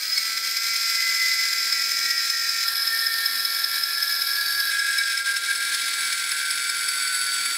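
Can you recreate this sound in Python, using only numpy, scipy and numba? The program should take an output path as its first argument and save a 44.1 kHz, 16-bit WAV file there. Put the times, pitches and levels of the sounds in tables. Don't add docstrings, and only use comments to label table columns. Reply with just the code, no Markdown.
import sys
import numpy as np
from scipy import signal
from scipy.fft import rfft, irfft
from scipy.io import wavfile
from scipy.ndimage import uniform_filter1d
from numba import njit

SR = 44100
rng = np.random.default_rng(int(sys.argv[2]) if len(sys.argv) > 2 else 0)


def volts_from_db(level):
    exponent = np.asarray(level, float) / 20
    return 10 ** exponent


def wav_out(sig):
    wavfile.write(sys.argv[1], SR, np.round(np.clip(np.atleast_2d(sig).T, -1, 1) * 32767).astype(np.int16))


N = 333837
t = np.arange(N) / SR

# (time [s], pressure as hiss level [dB], blade ring offset [dB], extra catch of the weld [dB])
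FEED = [(0.0, -35, 3, 19), (0.35, -33.5, -3.5, 8), (0.69, -32.5, -2.8, 1.5), (1.3, -32, -1, -0.5),
        (1.75, -33, 0.5, 4.5), (2.46, -34, 0, 5), (2.8, -33, 3, 1), (3.4, -33.5, .1, 4.5),
        (4.2, -34, 3.5, 2), (4.45, -33.5, -2, 1.5), (5.14, -31.5, -0.5, 7.5), (5.5, -32.5, -.5, 5),
        (5.9, -30, -5, 2.5), (6.45, -32, 0.5, 9), (7.0, -31, 0.5, 2), (7.57, -32, -8, 7)]
# (time [s], half length [s], change of pressure [dB])
JERKS = [
    (0.414, 0.016, -3.5),
    (0.606, 0.018, -1.5),
    (5.165, 0.017, -4),
    (5.233, 0.018, -6.5),
    (5.275, 0.023, 1),
    (5.333, .015, -1.5),
    (5.402, 0.026, -4),
    (5.512, .02, 1),
    (5.539, 0.016, -2.5),
    (5.595, 0.013, -1.5),
]
# (time [s], length of the change [s])
SHIFTS = [
    (2.65, .03),
    (4.705, .02),
    (5.22, 0.12),
    (6.4, 1),
]

# (time [s], gear mesh rate [Hz])
MESH_RATE = [(0.0, 1271.4), (0.12, 1325.2), (0.3, 1340.0), (0.65, 1371.5), (1.25, 1358.8), (2.1, 1372.2),
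             (2.4, 1368.4), (3.9, 1368.7), (4.5, 1373.5), (5.1, 1373.5), (5.4, 1385.3), (5.7, 1383.0),
             (6.0, 1376.1), (6.6, 1388.7), (7.1, 1376.6), (7.57, 1375.6)]
LOOP_MESHES, GROUP_MESHES = 262.72, 6.028
# (place in the loop [0-1], level over the worn teeth [dB])
PROUD_TEETH = [(.055, 0), (.165, 8), (.27, 9.5), (.34, 3.5), (.40, 8.5), (.495, 9), (.54, 4), (0.611, 8.5),
               (.655, 7), (.77, 6), (0.867, 4), (.892, 8), (0.913, 6.5)]
WORN_DB, PROUD_SPAN = -5, .017
JOINT_AT, JOINT_SPAN = .903, .022
CATCH_SCATTER_DB = 0.25

# (midway frequency [Hz], sinking [Hz/s], width [Hz], level in each
# of 5 stages [dB])
BODY = [(1657, -9, 16, -11, -6, -22, -7, -13), (2210, 2, 200, -10.5, -18, -10, -9.5, -11),
        (2275, -1.5, 19, -16.5, -15.5, -10, -11.5, -8.5), (2070, 2, 120, -14.5, -16.5, -32, -21, -17),
        (2507, 2, 29, -31, -16.5, -12, -17, -17), (3450, -46, 220, -11.5, -8, -16, -17, -9.5),
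        (3963, 41, 75, -2.5, -3, -4.5, -5, -23), (4440, -16, 93, -8, -4.5, -27, -13, -14),
        (6500, 13, 400, -21, -35, -18, -29, -29), (6860, 216, 34, -11, -16.5, -30, -32, -33),
          (8147, 46, 71, -10, -12.5, -4.5, -6, -2), (9170, -8, 220, -29, -14.5, -21, -14, -9),
          (9700, 31, 480, -9, -7.5, -8, -15, -15), (10665, 47, 120, -33, -20, -16, -5, -1),
          (11330, 54, 490, -15, -5, -11, -20, -34), (13000, 150, 80, -34, -21, -30, -30, -29),
          (12450, 7, 163, -26, -3.5, -22, -27, -29), (12800, 18, 90, -29, -18, -24, -20, -29),
          (14100, 30, 250, -12, -18, -20, -22, -24)]
# (frequency [Hz], early, middle and late level [dB per Hz])
RASP = [(970, -85, -54, -57), (1170, -50.5, -43, -51), (1880, -38, -71, -38.5), (2430, -37.5, -40, -41.5),
        (3000, -42.5, -46.5, -42), (3350, -38, -38, -33), (4730, -36.5, -34, -39),
        (5500, -33.5, -37, -39.5), (6730, -38, -47.5, -42), (9900, -44.5, -40, -39.5),
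        (11400, -48.5, -42, -56), (13200, -39.5, -39.5, -50), (15500, -50, -49.5, -54),
        (16800, -64, -62, -69)]
COMB = [7, 8, 9, 10, 11, 16, 19, 20, 21, 22, 23, 24, 27, 30, 32, 34]
COMB_DB = [(-6.5, -7.5, -1.5, -6.5, -19), (-15, -61, -31, -20, -17), (-12, -12.5, -8.5, -11, -12),
           (-7, -12, -11, -8, -8), (-9, -23, -21, -32, -20), (-12.5, -15, -24, -17, -21),
           (-17, -11.5, -15, -8.5, -14), (-14, -11, -9, -13, -2.5), (-2.5, -21, -24, -24, -34),
           (-0.5, -7.5, -24, -9, -29), (0, -6.5, -5.5, -16, -13), (-4, -10, -10.5, -16, -18),
           (-11, -24, -24, -31, -41), (-15, -24, -28, -24, -17), (-12, -24, -28, -48, -46),
           (-14, -24, -26, -26, -26)]

# (frequency [Hz], width [Hz], level [dB])
BLADE_MODES = [
    (5023, 190, 6),
    (5177, 83, -4),
    (5900, 210, -30),
]
# (time [s], frequency [Hz])
SING_HZ = [(0, 5056), (.45, 5146), (.65, 5147), (5.0, 5187), (5.6, 5310), (7.57, 5070)]
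RING_DB, SING_DB = [-1.5, -2, -2, -8, -19], [0.5, 1.5, -4, -6.5, -9]
SING_LIMIT_DB = 14.5
WHINE_DB, WHINE_RISE_DB, WHINE_RISE_S = [-42, -42.5, -42, -39, -38], 11, 0.11

# (time [s], frequency [Hz], width [Hz])
WALL = [(0, 1940, 40), (.65, 2045, 30), (1.05, 2040, 30), (1.5, 2020, 30), (2.0, 1930, 50), (2.6, 1855, 50),
        (2.85, 1815, 25), (3.3, 1795, 30), (3.8, 1735, 50), (4.3, 1672, 32), (5.12, 1640, 24),
        (5.2, 1605, 28), (5.9, 1592, 32), (6.1, 1550, 45), (6.7, 1525, 35), (7.57, 1490, 30)]
# (time [s], level [dB])
WALL_DB = [(0.0, -41), (0.55, -37), (0.95, -32), (1.28, -23.5), (1.56, -33.5), (2.2, -29.5), (2.75, -35),
           (3.0, -26), (3.45, -33.5), (3.7, -33.5), (4.1, -30.5), (4.4, -26), (5.0, -23), (5.5, -24.5),
           (5.95, -30), (6.2, -30), (7.1, -29.5), (7.57, -38)]
WALL_PER_JERK = 3
FLUTTER_DB_PER_HZ, FLUTTER_RATE_HZ, STEADY_HZ = 0.1274, 25, 22.5

# (frequency [Hz], level [dB per Hz])
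MOTOR = [(30, -122), (110, -112), (160, -101), (230, -85.5), (300, -84), (420, -87.5), (550, -87),
         (680, -88), (1000, -92), (1500, -87)]
# (frequency [Hz], level [dB])
HUM = [
    (123.8, -85),
    (409.1, -69.5),
    (532.9, -69),
]
RATTLE_HZ, RATTLE_WIDTH_HZ, RATTLE_DB = 757, 240, [-69, -60, -72, -72, -71]

# (middle time [s], half length [s], frequency
# [Hz], rise [Hz/s], level [dB])
SQUEAKS = [
    (0.025, 0.056, 15480, 5000, -44),
    (.088, .012, 15700, 0, -40),
    (0.131, 0.019, 5080, 2, -27),
    (.182, 0.014, 2210, 0, -27.5),
    (0.175, 0.016, 4440, 0, -26),
    (0.211, 0.0073, 2160, 0, -34),
    (2.658, 0.0098, 1384, 0, -33),
    (4.519, 0.22, 4580, 0, -35.5),
    (4.706, 0.0043, 1380, 0, -31),
]
# (time [s], level [dB])
THUMPS = [
    (0.155, -72),
    (2.659, -68),
    (3.428, -68),
    (3.619, -81),
    (4.005, -63),
    (4.958, -87),
    (5.344, -71),
    (5.914, -91),
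    (6.674, -62),
    (7.242, -60),
]
SHOP_T60_S, SHOP_DB = 0.47, -11.5


def unit(x):
    return x / np.sqrt(np.mean(x ** 2))


def curve(rows):
    s, *columns = np.transpose(rows)
    return [np.interp(t, s, c) for c in columns]


def staged(values):
    s = np.ravel([(at - span / 2, at + span / 2) for at, span in SHIFTS])
    return np.interp(t, s, np.repeat(values, 2)[1:-1])


def walk(rate):
    k = int(SR / rate)
    held = np.repeat(rng.standard_normal(N // k + 1), k)
    return 1.106 * uniform_filter1d(uniform_filter1d(held, k), k)[:N]


def colour(x, hz, db):
    f = np.arange(N // 2 + 1) * SR / N + 1
    gain = volts_from_db(np.interp(np.log(f), np.log(hz), db))
    return irfft(rfft(x) * gain * np.sqrt(SR / 2), N)


@njit
def svf(x, hz, width):
    y, b, l = np.empty(len(x)), 0., 0.
    for i in range(len(x)):
        g, k = np.tan(np.pi * hz[i] / SR), width[i] / hz[i]
        v = (b + g * (x[i] - l)) / (1 + g * (g + k))
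        b, l, y[i] = 2 * v - b, l + 2 * g * v, k * v
    return y


def resonate(x, hz, width):
    return svf(x, hz + 0 * t, width + 0 * t) * np.sqrt(SR / (np.pi * width))


def sing(hz, wander_hz, rate):
    return np.sqrt(2) * np.sin(2 * np.pi * np.cumsum(hz + wander_hz * walk(rate)) / SR)


def chips(loop, memory, grain_db):
    size = int(SR * LOOP_MESHES / MESH_RATE[-1][1])
    fresh = rng.standard_normal((int(loop[-1]) + 1, size))
    worn = signal.lfilter([1], [1, -np.clip(memory, 0, .95)], fresh, axis=0).ravel()
    grain = volts_from_db(grain_db * rng.exponential(size=N))
    return unit(worn[(loop * size).astype(int)] * grain)


def bite(loop, catch_db):
    place = loop % 1
    wear = WORN_DB + sum(db * np.exp(-((place - at) / PROUD_SPAN) ** 2) for at, db in PROUD_TEETH)
    joint = np.exp(-((place - JOINT_AT) / JOINT_SPAN) ** 2)
    scatter = CATCH_SCATTER_DB * rng.standard_normal(int(loop[-1]) + 1)[loop.astype(int)]
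    return wear + joint * (catch_db + scatter)


def cut(mesh, bite_db):
    loop = mesh / LOOP_MESHES
    shake = chips(loop, memory=0.46, grain_db=2.0) * volts_from_db(0.5 * bite_db + 1.4 * walk(40))
    body = 0
    for hz, sink, width, *db in BODY:
        body = body + volts_from_db(staged(db)) * resonate(shake, hz - sink * (t - t[-1] / 2), width)

    scrape = chips(loop, memory=0.071, grain_db=2.5) * volts_from_db(0.33 * bite_db + 1.7 * walk(60))
    hz, *spectra = np.transpose(RASP)
    shares = np.eye(3)[[0, 1, 2, 2, 2]].T
    rasp = sum(staged(share) * colour(scrape, hz, db) for share, db in zip(shares, spectra))

    groups = mesh / GROUP_MESHES + 0.007 * walk(45)
    comb = 0
    for k, db in zip(COMB, COMB_DB):
        line = np.sin(2 * np.pi * (k * groups + k * 0 + rng.random()))
        comb = comb + volts_from_db(staged(db) + .8 * walk(15)) * line
    seating_db = -10.6 * np.exp(-t / 0.24)
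    return body + rasp + np.sqrt(2) * comb * volts_from_db(0.27 * bite_db + seating_db)


def blade_span(loop, bite_db):
    shake = chips(loop, memory=0.5, grain_db=2.5)
    ring = sum(volts_from_db(db) * resonate(resonate(shake, hz, 2 * width), hz, width) for hz, width, db in BLADE_MODES)
    song = sing(curve(SING_HZ)[0], wander_hz=26, rate=110) * volts_from_db(1.2 * walk(90))
    ring_db = staged(RING_DB) + 0.42 * bite_db
    song_db = staged(SING_DB) + np.minimum(1.78 * bite_db, SING_LIMIT_DB)
    return unit(ring) * volts_from_db(ring_db) + song * volts_from_db(song_db)


def whine(mesh):
    db = staged(WHINE_DB) - WHINE_RISE_DB * np.exp(-t / WHINE_RISE_S)
    return np.sqrt(2) * volts_from_db(db + 0.5 + .5 * walk(14)) * np.sin(2 * np.pi * mesh)


def wall(mesh):
    hz, width = curve(WALL)
    flutter_db = FLUTTER_DB_PER_HZ * np.maximum(width - STEADY_HZ, 0) * walk(FLUTTER_RATE_HZ)
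    db = curve(WALL_DB)[0] + WALL_PER_JERK * jerks() + flutter_db
    shake = chips(mesh / LOOP_MESHES, memory=0.76, grain_db=0.5)
    skirt = unit(resonate(resonate(shake, hz, 3 * width), hz, 2.0 * width))
    squeal = sing(hz, wander_hz=.25 * width, rate=30) * volts_from_db(1.5 * walk(35))
    lines = sum(np.sqrt(2) * np.sin(2 * np.pi * k * mesh / GROUP_MESHES) for k in (7, 8, 9))
    capture_hz = 110 + 0 * t
    locked = svf(svf(lines, hz, capture_hz), hz, capture_hz)
    free = 1 - np.clip(0.61 * uniform_filter1d(locked ** 2, size=2000), 0, .8)
    return volts_from_db(db) * (volts_from_db(-6) * free * squeal + volts_from_db(-10.0) * skirt + volts_from_db(-3.5) * locked)


def motor():
    rumble_db = staged([-1.1, 0.9, -2.4, 0.6, 0.0]) + 1.3 * walk(3.28)
    rumble = colour(rng.standard_normal(N), *np.transpose(MOTOR)) * volts_from_db(rumble_db)
    buzz = resonate(rng.standard_normal(N), RATTLE_HZ, RATTLE_WIDTH_HZ)
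    buzz = unit(resonate(buzz, RATTLE_HZ, RATTLE_WIDTH_HZ)) * volts_from_db(staged(RATTLE_DB) + 0.83 * walk(5.7))
    hum = sum(volts_from_db(db + 0.5 * walk(6)) * sing(hz, wander_hz=.004 * hz, rate=9) for hz, db in HUM)
    return rumble + buzz + hum


def squeaks():
    total = 0
    for s, half, hz, rise, db in SQUEAKS:
        since = t - s
        tone = np.sin(2 * np.pi * (hz + rise * since / 2) * since)
        total = total + np.sqrt(2) * volts_from_db(db) * np.exp(-(since / half) ** 2) * tone
    return total


def thumps():
    return sum(volts_from_db(db) * np.exp(-((t - s - .025) / 0.002) ** 2) for s, db in THUMPS)


def jerks():
    return sum(db * np.exp(-((t - s) / half) ** 2) for s, half, db in JERKS)


def reverberation(dry_saw):
    tail = np.arange(SR // 2) / SR
    echo = rng.standard_normal(len(tail)) * volts_from_db(-60 * tail / SHOP_T60_S) * (tail > .004)
    return signal.fftconvolve(dry_saw, echo / np.sqrt(np.sum(echo ** 2)))[:N]


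def scene():
    mesh = np.cumsum(curve(MESH_RATE)[0]) / SR
    loop = mesh / LOOP_MESHES
    feed_db, ring_db, catch_db = curve(FEED)
    bite_db = bite(loop, catch_db)
    saw = volts_from_db(feed_db + jerks()) * (cut(mesh, bite_db) + volts_from_db(ring_db) * blade_span(loop, bite_db))
    saw = saw + whine(mesh) + wall(mesh) + squeaks()
    saw = .6 * np.tanh(saw / .6)
    bass_cut = signal.butter(4, 900, "high", fs=SR, output="sos")
    radiated = signal.sosfilt(bass_cut, saw + volts_from_db(SHOP_DB) * reverberation(saw))
    return (radiated + motor() + thumps())[None]


def roll_off(x):
    return signal.sosfilt(signal.butter(12, 16130, fs=SR, output="sos"), x)


def record(dry):
    top = signal.ellip(16, .2, 80, 15730, fs=SR, output="sos")
    mix = signal.sosfilt(top, dry)
    return roll_off(mix)


dry = scene()
out = record(dry)
wav_out(out)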